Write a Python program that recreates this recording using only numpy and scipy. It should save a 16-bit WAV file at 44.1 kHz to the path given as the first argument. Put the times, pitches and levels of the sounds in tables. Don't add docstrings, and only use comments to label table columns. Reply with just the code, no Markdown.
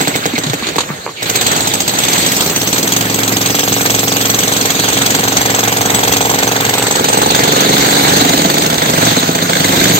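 import sys
import numpy as np
from scipy import signal
from scipy.fft import rfft, irfft, next_fast_len
from scipy.io import wavfile
from scipy.ndimage import uniform_filter1d, map_coordinates

SR = 44100
rng = np.random.default_rng(int(sys.argv[2]) if len(sys.argv) > 2 else 0)


def waveform_to_disk(signal):
    frames = np.transpose(np.atleast_2d(signal))
    scaled = np.clip(frames, -1, 1) * 32767
    samples = np.round(scaled).astype(np.int16)
    wavfile.write(sys.argv[1], SR, samples)


N = 440559

# frequency in Hz, relative level in dB per Hz.
RUSH_SPECTRUM = [(1530, 1.5), (2600, -2), (3860, 6), (4580, 3.5), (4960, -7), (5820, -5), (6370, 2),
                 (7150, 2.5), (8220, -6.5), (8600, 2), (11200, 1), (18900, -120)]
# frequency in Hz, relative level in dB per Hz.
FIZZ_SPECTRUM = [(6820, -3.5), (11600, -3.5), (12100, -5.5), (12600, -2), (15600, -5)]
# frequency in Hz, relative level in dB per Hz.
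PISTON_SPECTRUM = [(1200, -37), (1800, -24), (2250, -7), (2900, -15), (4500, -16), (6000, -37)]
# time in seconds, lag of the left port in ms.
PHONE_TURN = [(0, .39), (2.3, .39), (2.7, -.29), (6.7, -.29), (7.0, .45), (9.99, .45)]


def amp(db):
    return 10 ** (np.asarray(db) / 20)


def unit(x):
    return x / np.sqrt(np.mean(x ** 2) + 1e-20)


def along(points, hz):
    f, v = np.transpose(points)
    return np.interp(np.log(hz + 1), np.log(f + 1), v)


def at(rows, s):
    t, *cols = np.transpose(rows)
    return [np.interp(s, t, c) for c in cols]


def wobble(rate):
    knots = rng.standard_normal(int(N * rate / SR) + 4)
    return map_coordinates(knots, [np.arange(N) * rate / SR])


def filtered(x, response):
    m = next_fast_len(N + SR // 2)
    return irfft(rfft(x, m) * response(np.fft.rfftfreq(m, 1 / SR)), m)[..., :N]


def noise(spectrum, patchy_db=0):
    # frequency in Hz, left-right likeness from 0 to 1.
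    likeness = [(30, 0.16), (100, 0.79), (300, 1), (640, 0.26), (1400, 0.48), (6000, 0.092), (15000, 0.086)]
    z = signal.stft(rng.standard_normal((2, N)), nperseg=256)[2]
    patches = uniform_filter1d(rng.standard_normal(z.shape[1:]), 4, 0)
    patches = uniform_filter1d(patches, 8, 1)
    pair = signal.istft(z * amp(patchy_db * unit(patches)), nperseg=256)[1][:, :N]

    def colour(hz):
        angle = np.arccos(np.clip(along(likeness, hz), -1, 1)) / 2
        return amp(along(spectrum, hz)) * [np.cos(angle), np.sin(angle)]

    mid, side = filtered(pair, colour)
    return unit(np.array([mid + side, mid - side]))


def pulses(times, sizes):
    samples = np.clip(np.round(times * SR).astype(int), 0, N - 1)
    return np.bincount(samples.ravel(), sizes.ravel(), N)


def bursts(times, db, rise, t60):
    t = np.arange(SR // 5) / SR
    power = (1 - np.exp(-t / rise)) ** 2 * amp(-120 * t / t60)
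    return np.sqrt(np.abs(signal.fftconvolve(pulses(times, amp(2 * db)), power)[:N]))


def body(push, modes):
    def ring(f):
        total = 0
        for k, (centre, width, db) in enumerate(modes):
            drive = (-1) ** k * amp(db) * 1j * f * SR / (2 * np.pi)
            total = total + drive / (centre * centre - f * f + 1j * f * width)
        return total

    return filtered(push, ring)


def motors():
    # time in seconds, level of rush, gears and fizz in dB.
    motor_levels = [(0.0, -21.5, -22, -25), (0.64, -24, -25.5, -42), (0.94, -27.5, -27, -59),
                    (1.17, -30, -37.5, -49), (1.28, -23.5, -21.5, -26), (1.5, -13.5, -21.5, -23),
                    (1.85, -19.5, -28, -23), (2.2, -12.5, -19, -15), (2.4, -23, -26, -15),
                    (3.1, -23.5, -20.5, -20.5), (3.75, -43, -25.5, -15), (4.45, -20.5, -22.5, -16.5),
                    (4.95, -16, -20, -22), (5.9, -28.5, -19, -19.5), (7.1, -17.5, -18.5, -25),
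                    (8.0, -10, -20, -17), (8.75, -19, -21.5, -22), (9.06, -13, -17, -19),
                    (9.35, -19, -23, -25.5), (9.8, -13, -21, -15), (9.99, -12, -19, -17)]
    # time in seconds, rumble of the roof in dB.
    rumble_level = [(0, -27), (.6, -30), (.95, -30), (1.15, -38), (1.4, -25), (2.5, -25), (3, -30),
                    (6.9, -30), (7.4, -23), (8.3, -22), (8.6, -25), (9.5, -25), (9.99, -22)]
    # frequency in Hz, relative level in dB per Hz.
    gear_spectrum = [(500, 1), (1000, -1.5), (1500, 1), (2200, -1), (2800, -5), (4000, -14)]
    # frequency in Hz, relative level in dB per Hz.
    rumble_spectrum = [(15, -32), (30, -8), (60, -50), (100, -6.5), (200, -9.5), (400, -10), (800, -13),
                       (1300, -35), (2500, -56)]
    t = np.arange(N) / SR
    rush_db, gears_db, fizz_db = at(motor_levels, t)
    rumble_db, = at(rumble_level, t)
    rattle_db = 0.56 * wobble(70) + 0.083 * wobble(14)
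    air = amp(rush_db + rattle_db) * noise(RUSH_SPECTRUM, patchy_db=3.5)
    air += amp(fizz_db + rattle_db) * noise(FIZZ_SPECTRUM, patchy_db=4.5)
    gears = amp(gears_db + rattle_db + 0.13 * wobble(30)) * noise(gear_spectrum, patchy_db=3.5)
    return air + gears + amp(rumble_db + 1.5 * wobble(40)) * noise(rumble_spectrum)


def rubble():
    # start in seconds, thump level in dB,
    # settled thump pitch in Hz, thump t60 in seconds, relative clack level in dB, relative grit level in dB.
    impacts = [(0.336, -3, 223, 0.063, -28, -28), (0.436, -15, 248, 0.14, -47, -17),
               (0.465, -9, 134, 0.11, -39, -19.5), (0.497, -6, 120, 0.11, -39, -19),
               (0.624, -11, 196, 0.051, -25, -30), (0.668, -12, 288, .06, -42, -17.5),
               (0.687, -13, 297, .06, -40, -19), (0.783, -27, 417, 0.044, -10.5, -11.5),
               (0.805, -24, 395, .05, -22, -13.5), (0.835, -35, 300, .05, -30, -31),
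               (0.891, -18, 210, .1, -30, -46), (0.902, -13.5, 145, 0.16, -23.5, -45),
               (1.064, -12, 395, .035, -18, -45), (1.076, -26, 380, .04, -22, -42),
               (1.091, -37, 380, .04, -26, -48), (1.257, -17, 162, .1, -38, -22),
               (2.761, -27, 270, .1, -31, -16), (6.135, -9, 266, 0.074, -35, -12.5)]
    # frequency in Hz, width in Hz, relative level in dB.
    lump_modes = [(424, 80, 2), (916, 160, 7), (1146, 140, 8), (2360, 330, 2)]
    left_lead_s = .0004
    s, thump_db, thump_hz, thump_t60, clack_db, grit_db = np.transpose(impacts)
    thumps, t = np.zeros(N + SR), np.arange(SR // 5) / SR
    for start, db, hz, t60 in zip(s, thump_db, thump_hz, thump_t60):
        cycles = hz * (t + 0.003 * (1 - np.exp(-t / 0.0042)))
        fade = amp(db - 60 * t / t60) * (1 - np.exp(-t / 0.002))
        thumps[round(start * SR):][:len(t)] += fade * np.sin(2 * np.pi * cycles)
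    scrape = bursts(s, clack_db - 24, rise=.0005, t60=.04) * rng.standard_normal(N)
    clack = body(pulses(s, amp(clack_db + 2.5)) + scrape, lump_modes)
    sides = np.array([[1], [-1]])
    lumps = filtered(thumps[:N] + clack, lambda hz: np.exp(1j * np.pi * hz * left_lead_s * sides))
    return lumps + bursts(s, grit_db + 7.5, rise=0.00045, t60=0.075) * noise(RUSH_SPECTRUM)


def idling():
    # start in seconds, hiss level in dB, t60 in seconds.
    hisses = [(.05, -16, 0.066), (0.138, -14.5, .12), (.236, -14, 0.087), (.352, -12.5, 0.1),
              (.63, -19.5, 0.46), (1.163, -24.5, 1.7), (1.258, -20, 0.18), (1.345, -17, .2)]
    # start in seconds, whistle level in dB.
    whistles = [(.135, -17), (.24, -19), (.354, -16)]
    first_hz, fall_per_s, length_s = 2360, 6.8, 0.028
    loudness = 0
    for s, db, t60 in hisses:
        loudness = loudness + bursts(np.array([s]), np.array([db]), rise=0.0028, t60=t60)
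    hiss = loudness * noise(PISTON_SPECTRUM, patchy_db=2.0)
    t = np.arange(round(length_s * SR)) / SR
    tone = np.hanning(len(t)) * np.sin(2 * np.pi * first_hz * (t - fall_per_s * t ** 2 / 2))
    s, db = np.transpose(whistles)
    return hiss + amp(1.5 * wobble(300)) * signal.fftconvolve(pulses(s, amp(db)), tone)[:N]


def blows(runs):
    times = []
    for run in runs:
        s = np.arange(run[0][0], run[-1][0], 1 / SR)
        strokes = np.cumsum(at(run, s)[0]) / SR
        times += list(np.interp(np.arange(int(strokes[-1]) + 1), strokes, s))
    return np.array(times)[:, None]


def chisel(s, db):
    # mode frequency in Hz, relative level in dB, t60 in seconds.
    steel_modes = [(3300, -3, .035), (3750, -5, .03), (4450, -6, .04), (6160, -1, .07), (6500, -3, .04),
                   (7630, -1, .13), (8020, -3, .16), (8460, -4, .1), (12400, -8, .06), (13700, -12, .1)]
    away_db = [6.5, -4, -6, 2, 2, -1.5, 1, -9.5, 6, 0]
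    out, t = np.zeros((2, N + SR)), np.arange(SR // 8) / SR
    hz, level_db, t60 = np.transpose(steel_modes)[:, :, None]
    draw = rng.standard_normal((len(s), 4, len(steel_modes), 1))
    drift = unit(uniform_filter1d(draw[:, 1], size=7, axis=0))
    strength_db = 2.2 * draw[:, 0] + 2 * drift
    turned_away = at(PHONE_TURN, s)[0] < 0
    strength_db += turned_away[:, None, None] * np.array(away_db)[:, None]
    for start, blow_db, size_db, pitch, turn in zip(s, db, strength_db, draw[:, 2], draw[:, 3]):
        fade = amp(blow_db + level_db + size_db - 60 * t / t60) * (1 - np.exp(-t / 0.0014))
        phase = 2 * np.pi * hz * (1 + .004 * pitch) * t
        left = (fade * np.sin(phase)).sum(0)
        right = (fade * np.sin(phase + 1.34 * turn)).sum(0)
        out[:, round(start * SR):][:, :len(t)] += [left, right]
    return out[:, :N]


def hammer(speed, coasting, seat, edge, odd, scatter_db, contacts,
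           crack_db, knock_db, thud_db, boom_db, ring_db, puff_db, loose_db):
    # frequency in Hz, relative level in dB per Hz.
    crack_spectrum = [(530, -66), (900, 6), (1170, 1.5), (1420, 0), (2150, 2.5), (3310, 8.5), (4480, 8),
                      (4970, 1), (5840, 1), (6360, 14.5), (7190, 4.5), (7820, -8), (8600, 6.5), (11200, -1),
                      (18900, -120)]
    # frequency in Hz, relative level in dB per Hz.
    snap_spectrum = [(1200, -35), (2600, -8), (3400, 8), (4600, -2), (5200, 2), (6400, -9), (8500, 6),
                     (15000, -16)]
    # frequency in Hz, width in Hz, relative level in dB.
    edge_modes = [(634, 63, 3), (886, 124, 12), (1210, 900, -18)]
    slab_modes = [(174.7, 45, -1), (276.3, 35.7, -1.5), (324, 96, 0)]
    roof_modes = [(112, 8.4, 1)]
    hollow_modes = [(424, 58, 0.5), (543, 56, -3.5)]
    jolt_modes = [(436, 590, 0.5)]
    housing_modes = [(1554, 190, -2.5), (2150, 140, -6), (3540, 180, -4), (4440, 240, -6)]
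    full_gap_s = .044
    slow_gap_s, slow_loss_db_per_s = 0.057, 150
    spread_s, spread_hz, lead_s = 0.00254, 500, 0.004005

    s = np.sort(np.append(blows(speed), [when for when, _ in coasting]))[:, None]
    usual_db, *coupling = at(seat, s)
    jolt_db, clank_db, snap_db = at(edge, s)
    bite_db, force_db = scatter_db * rng.standard_normal(s.shape), np.zeros(s.shape)
    for when, db in odd + coasting:
        nearest = np.abs(s - when).argmin()
        s[nearest], bite_db[nearest] = when, db
        force_db[nearest] = db * ((when, db) in coasting)
    blow_db = usual_db + bite_db

    gap = np.diff(s, axis=0, prepend=s[:1] - full_gap_s)
    gap = np.minimum(gap, np.roll(gap, -1))
    delay, *contact_levels = np.transpose(contacts)
    slow_db = -slow_loss_db_per_s * np.clip(gap - slow_gap_s, 0, None) * (delay > .01)
    on_crack, on_knock, on_thud, on_boom, on_hollow, on_jolt, on_clank = [slow_db + db for db in contact_levels]
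    draw = rng.standard_normal((len(s), 4, len(contacts)))
    times = s + delay * np.minimum(gap / full_gap_s, 1) * (1 + .004 * draw[:, 0])

    flare = bursts(times, blow_db + on_crack + 1.9 * draw[:, 1], rise=0.002, t60=0.029)
    crack_noise = noise(crack_spectrum, patchy_db=3.0) + amp(-1.5) * noise(FIZZ_SPECTRUM)
    out = amp(crack_db) * flare * crack_noise
    out += bursts(s, snap_db + bite_db, rise=0.00085, t60=0.012) * noise(snap_spectrum)
    out += bursts(s - .026, blow_db + puff_db, rise=0.029, t60=0.17) * noise(PISTON_SPECTRUM)

    bodies = [(edge_modes, on_knock + knock_db, 1), (slab_modes, on_thud + thud_db, 1),
              (roof_modes, on_boom + boom_db, 1), (hollow_modes, on_hollow + thud_db, -1)]
    for level_db, (modes, contact_db, swing) in zip(coupling, bodies):
        db = level_db + force_db + contact_db + 0.8 * draw[:, 2]
        chatter = rng.standard_normal(N) + .6 * rng.standard_normal((2, N))
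        chatter *= bursts(times, db + loose_db, rise=.001, t60=.04)
        out += swing * body(pulses(times, amp(db)) + chatter, modes)

    db = clank_db + force_db + on_clank + 2.5 * draw[:, 3]
    rattle = bursts(times, db - 9.5, rise=0.00029, t60=0.014) * rng.standard_normal((2, N))
    out += body(pulses(times, amp(db)) + rattle, housing_modes)

    def spread(f):
        return np.exp(-2j * np.pi * (2 * spread_s * np.sqrt(spread_hz * f) - lead_s * f))

    jolt_push = pulses(times, amp(jolt_db + force_db + on_jolt + draw[:, 2]))
    out += filtered(body(jolt_push, jolt_modes), spread)
    return out + chisel(s[:, 0], blow_db[:, 0] + ring_db)


def far_hammer():
    # time in seconds, blows a second.
    speed = [
        [(7.3039, 22.78), (7.88, 25.21), (7.99, 24.33), (8.14, 25.83), (8.34, 22.57)],
        [(8.887, 21.5), (9.06, 22.86), (9.13, 22.97)],
        [(9.5534, 21.29), (9.63, 22.93), (9.95, 24.78)],
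    ]
    # time in seconds, level in dB over the usual.
    coasting = [(8.39, 0), (8.445, 4), (8.505, -4), (8.569, 1.5), (8.643, 0), (8.725, 3), (8.819, 0.5),
                (9.166, 3.5), (9.227, 1.5), (9.286, 2), (9.35, 0.5), (9.42, -2.5), (9.493, -2)]
    # time in seconds, relative crack, knock, thud, boom, hollow in dB.
    seat = [(7.3, -10.5, -38, -50, -44, -34), (7.55, -3, -36, -44, -37, -24),
            (7.9, -21, -35, -33, -43, -39), (8.2, -5, -31.5, -22.5, -41, -33),
            (8.33, -14, -34, -25, -36, -27), (8.5, -19, -37, -26.5, -38, -34),
            (8.7, -14, -38, -29, -38, -30), (8.84, -19, -35, -28, -35, -23),
            (9.07, -6, -34, -23.5, -24, -23), (9.16, -15, -42, -25.5, -35, -27),
            (9.3, -14, -39, -26, -32, -26), (9.45, -18, -33, -30, -35, -21),
            (9.55, -16, -37, -24.5, -35, -22), (9.94, -19, -48, -20, -22, -26)]
    # time in seconds, relative jolt, clank, snap in dB.
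    edge = [(7.3, -18, -16, -25), (7.8, -17, -18, -20), (8.2, -6, -20, -20), (8.45, -10, -24, -23),
            (8.75, -12, -18, -37), (8.9, -6, -19, -25), (9.1, -12, -17, -20), (9.25, -8, -23, -25),
            (9.45, -9, -17, -25), (9.6, -15, -18, -20), (9.94, -12, -17, -20)]
    # time in seconds, crack in dB over the usual.
    odd = [(7.39, 3), (7.476, -4), (7.686, -2), (7.846, 6), (8.049, -19), (8.131, 0), (8.888, 1), (9.6, -9),
           (9.688, 8), (9.937, -9)]
    # delay in seconds at full gap, then relative levels in dB of
    contacts = [(0, -13, 2, -3, 17.5, -34, -9, 6), (.003, 3.5, 7, 10, -22, 4, -10, -2),
                (.009, -14, 4.5, -21, -24, 1, 8, -11), (0.0149, -5, 5, 2, -7, -10, -1, -10),
                (.031, -11, -3, -34, -18, -25, -20, -18)]
    return hammer(speed, coasting, seat, edge, odd, 2, contacts, crack_db=1.5, knock_db=9.0,
                  thud_db=8.0, boom_db=-10.5, ring_db=-44, puff_db=-44, loose_db=-31)


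def near_hammer():
    # time in seconds, blows a second.
    speed = [
        [(0.009, 15.73), (0.23, 9.05), (0.77, 3.14)],
        [(1.225, 12.5), (1.37, 18.5), (1.45, 18.5), (1.61, 24)],
        [(1.672, 15.6), (1.8, 15), (1.885, 11.6)],
        [(1.936, 20.0), (2.27, 21.75), (2.55, 19.89), (2.64, 16.59), (2.87, 22.34), (3.43, 22.25),
         (4.16, 22.87), (4.31, 22.26), (4.58, 22.81), (4.67, 20.89), (4.91, 22.93), (5.6, 22.45), (6.78, 22.94),
         (7.2, 22.88), (8.28, 23.62), (9.54, 28.02), (9.66, 25.18), (9.97, 25.7)],
    ]
    # time in seconds, relative crack, knock, thud, boom, hollow in dB.
    seat = [(0.01, -12, -22, -22.5, -53, -26), (0.26, -13.5, -36, -24, -43, -19.5),
            (0.76, -19, -28, -26, -52, -18), (1.23, -13, -34, -32, -38, -25), (1.4, -7, -26, -35, -43, -25),
            (1.57, -10, -20.5, -28, -45, -22.5), (2.1, -9.5, -25, -27.5, -39, -26),
            (2.5, -10, -33, -26.5, -38.5, -22), (3.2, -10, -30, -24, -38, -23),
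            (4.1, -9.5, -39, -24.5, -39, -24), (5.1, -10, -25.5, -26, -39.5, -23.5),
            (6.2, -10, -19, -26, -40, -21.5), (6.85, -12, -23, -28, -40, -19),
            (7.15, -9, -12, -27, -41, -15.5), (7.6, -15.5, -22, -21, -50, -15),
            (8.5, -12.5, -23, -21.5, -45, -21), (9.0, -18, -24, -27, -44, -30.5),
            (9.96, -14, -39, -26, -51, -26)]
    # time in seconds, relative jolt, clank, snap in dB.
    edge = [(0, -4, -16.5, -18), (.4, -4, -30, -24), (.76, -6, -32, -30), (1.25, -9, -24, -16),
            (2.0, -27, -40, -27), (2.8, -26, -37, -27), (3.6, -4, -29, -11), (4.599, -8, -26, -8),
            (5.5, -5, -24, -14), (6.5, -5, -20, -18), (7.2, -19, -29, -9), (7.8, -15, -20, -14),
            (8.3, -9, -22, -3), (8.8, -15, -21, -2), (9.1, -13, -32, -12), (9.5, -14, -21, -16),
            (9.96, -5.5, -20, -3)]
    # time in seconds, crack in dB over the usual.
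    odd = [(0.762, 2), (1.226, -1.5), (1.937, -5), (2.225, -7), (2.262, 2), (2.406, 3), (2.497, -2.5),
           (2.92, 2.5), (3.053, -6), (3.458, 2), (3.501, -2), (3.549, 1.5), (3.768, -7), (3.812, -3),
           (4.035, -4), (4.478, -2), (4.655, 1.5), (4.751, -6), (5.324, -6), (5.413, 0), (5.457, -1),
           (6.909, 2.5), (6.995, -6), (7.39, -6), (7.519, -10), (7.65, -13), (7.692, 3), (8.248, -7),
           (8.291, -4), (8.621, 1), (8.7, -1), (9.238, -6), (9.385, -4), (9.457, -17), (9.643, 6),
           (9.917, -14)]
    # delay in seconds at full gap, then relative levels in dB of
    contacts = [(0, 4.5, 0.5, 12, 9, 4.5, 9.5, -11.5), (.0024, 0.5, -3, -9.5, -12, -21, -8, 8),
                (.0065, -12, -42, 9, -1, -8.5, -8, -15), (0.0149, -1, -2.5, 7.5, 4, 8, 2, -18),
                (.029, -14.5, -19, 6.5, -38, -9.5, -34, -15)]
    return hammer(speed, [], seat, edge, odd, 1.4, contacts, crack_db=2.0, knock_db=1.5,
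                  thud_db=1.5, boom_db=8, ring_db=-5, puff_db=-10.0, loose_db=-38)


def scene():
    return motors() + rubble() + idling() + far_hammer() + near_hammer()


def record(dry):
    # frequency in Hz, left minus right in dB.
    port_tilt = [(60, -2), (150, 1), (380, -2), (950, -1.5), (2380, -3.5), (5980, -2), (8300, 2),
                 (12000, -0.5), (15000, -1.5)]
    # frequency in Hz, gain in dB.
    silent_band = [(8550, 0), (8700, -12), (10000, -26), (11000, -40), (11450, -45), (11600, 0)]
    shared_hz, top_hz = 323, 15795
    half_lag = at(PHONE_TURN, np.arange(N) / SR)[0] * SR / 2000
    ports = np.array([map_coordinates(x, [np.arange(N) - side * half_lag], order=5)
                      for x, side in zip(dry, (1, -1))])
    ports = ports + filtered(dry - ports, lambda hz: 1 / (1 + (hz / shared_hz) ** 4))

    def port_colour(hz):
        tilt = amp(along(port_tilt, hz) / 2 * np.array([[1], [-1]]))
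        return tilt / (1 + (68 / (hz + 1)) ** 3.1)

    wet = filtered(ports, port_colour)
    clipped = wet / (1 + np.abs(wet / .92) ** 5) ** (1 / 5)
    return filtered(clipped, lambda hz: amp(along(silent_band, hz)) * (hz < top_hz))


dry = scene()
out = record(dry)
waveform_to_disk(out)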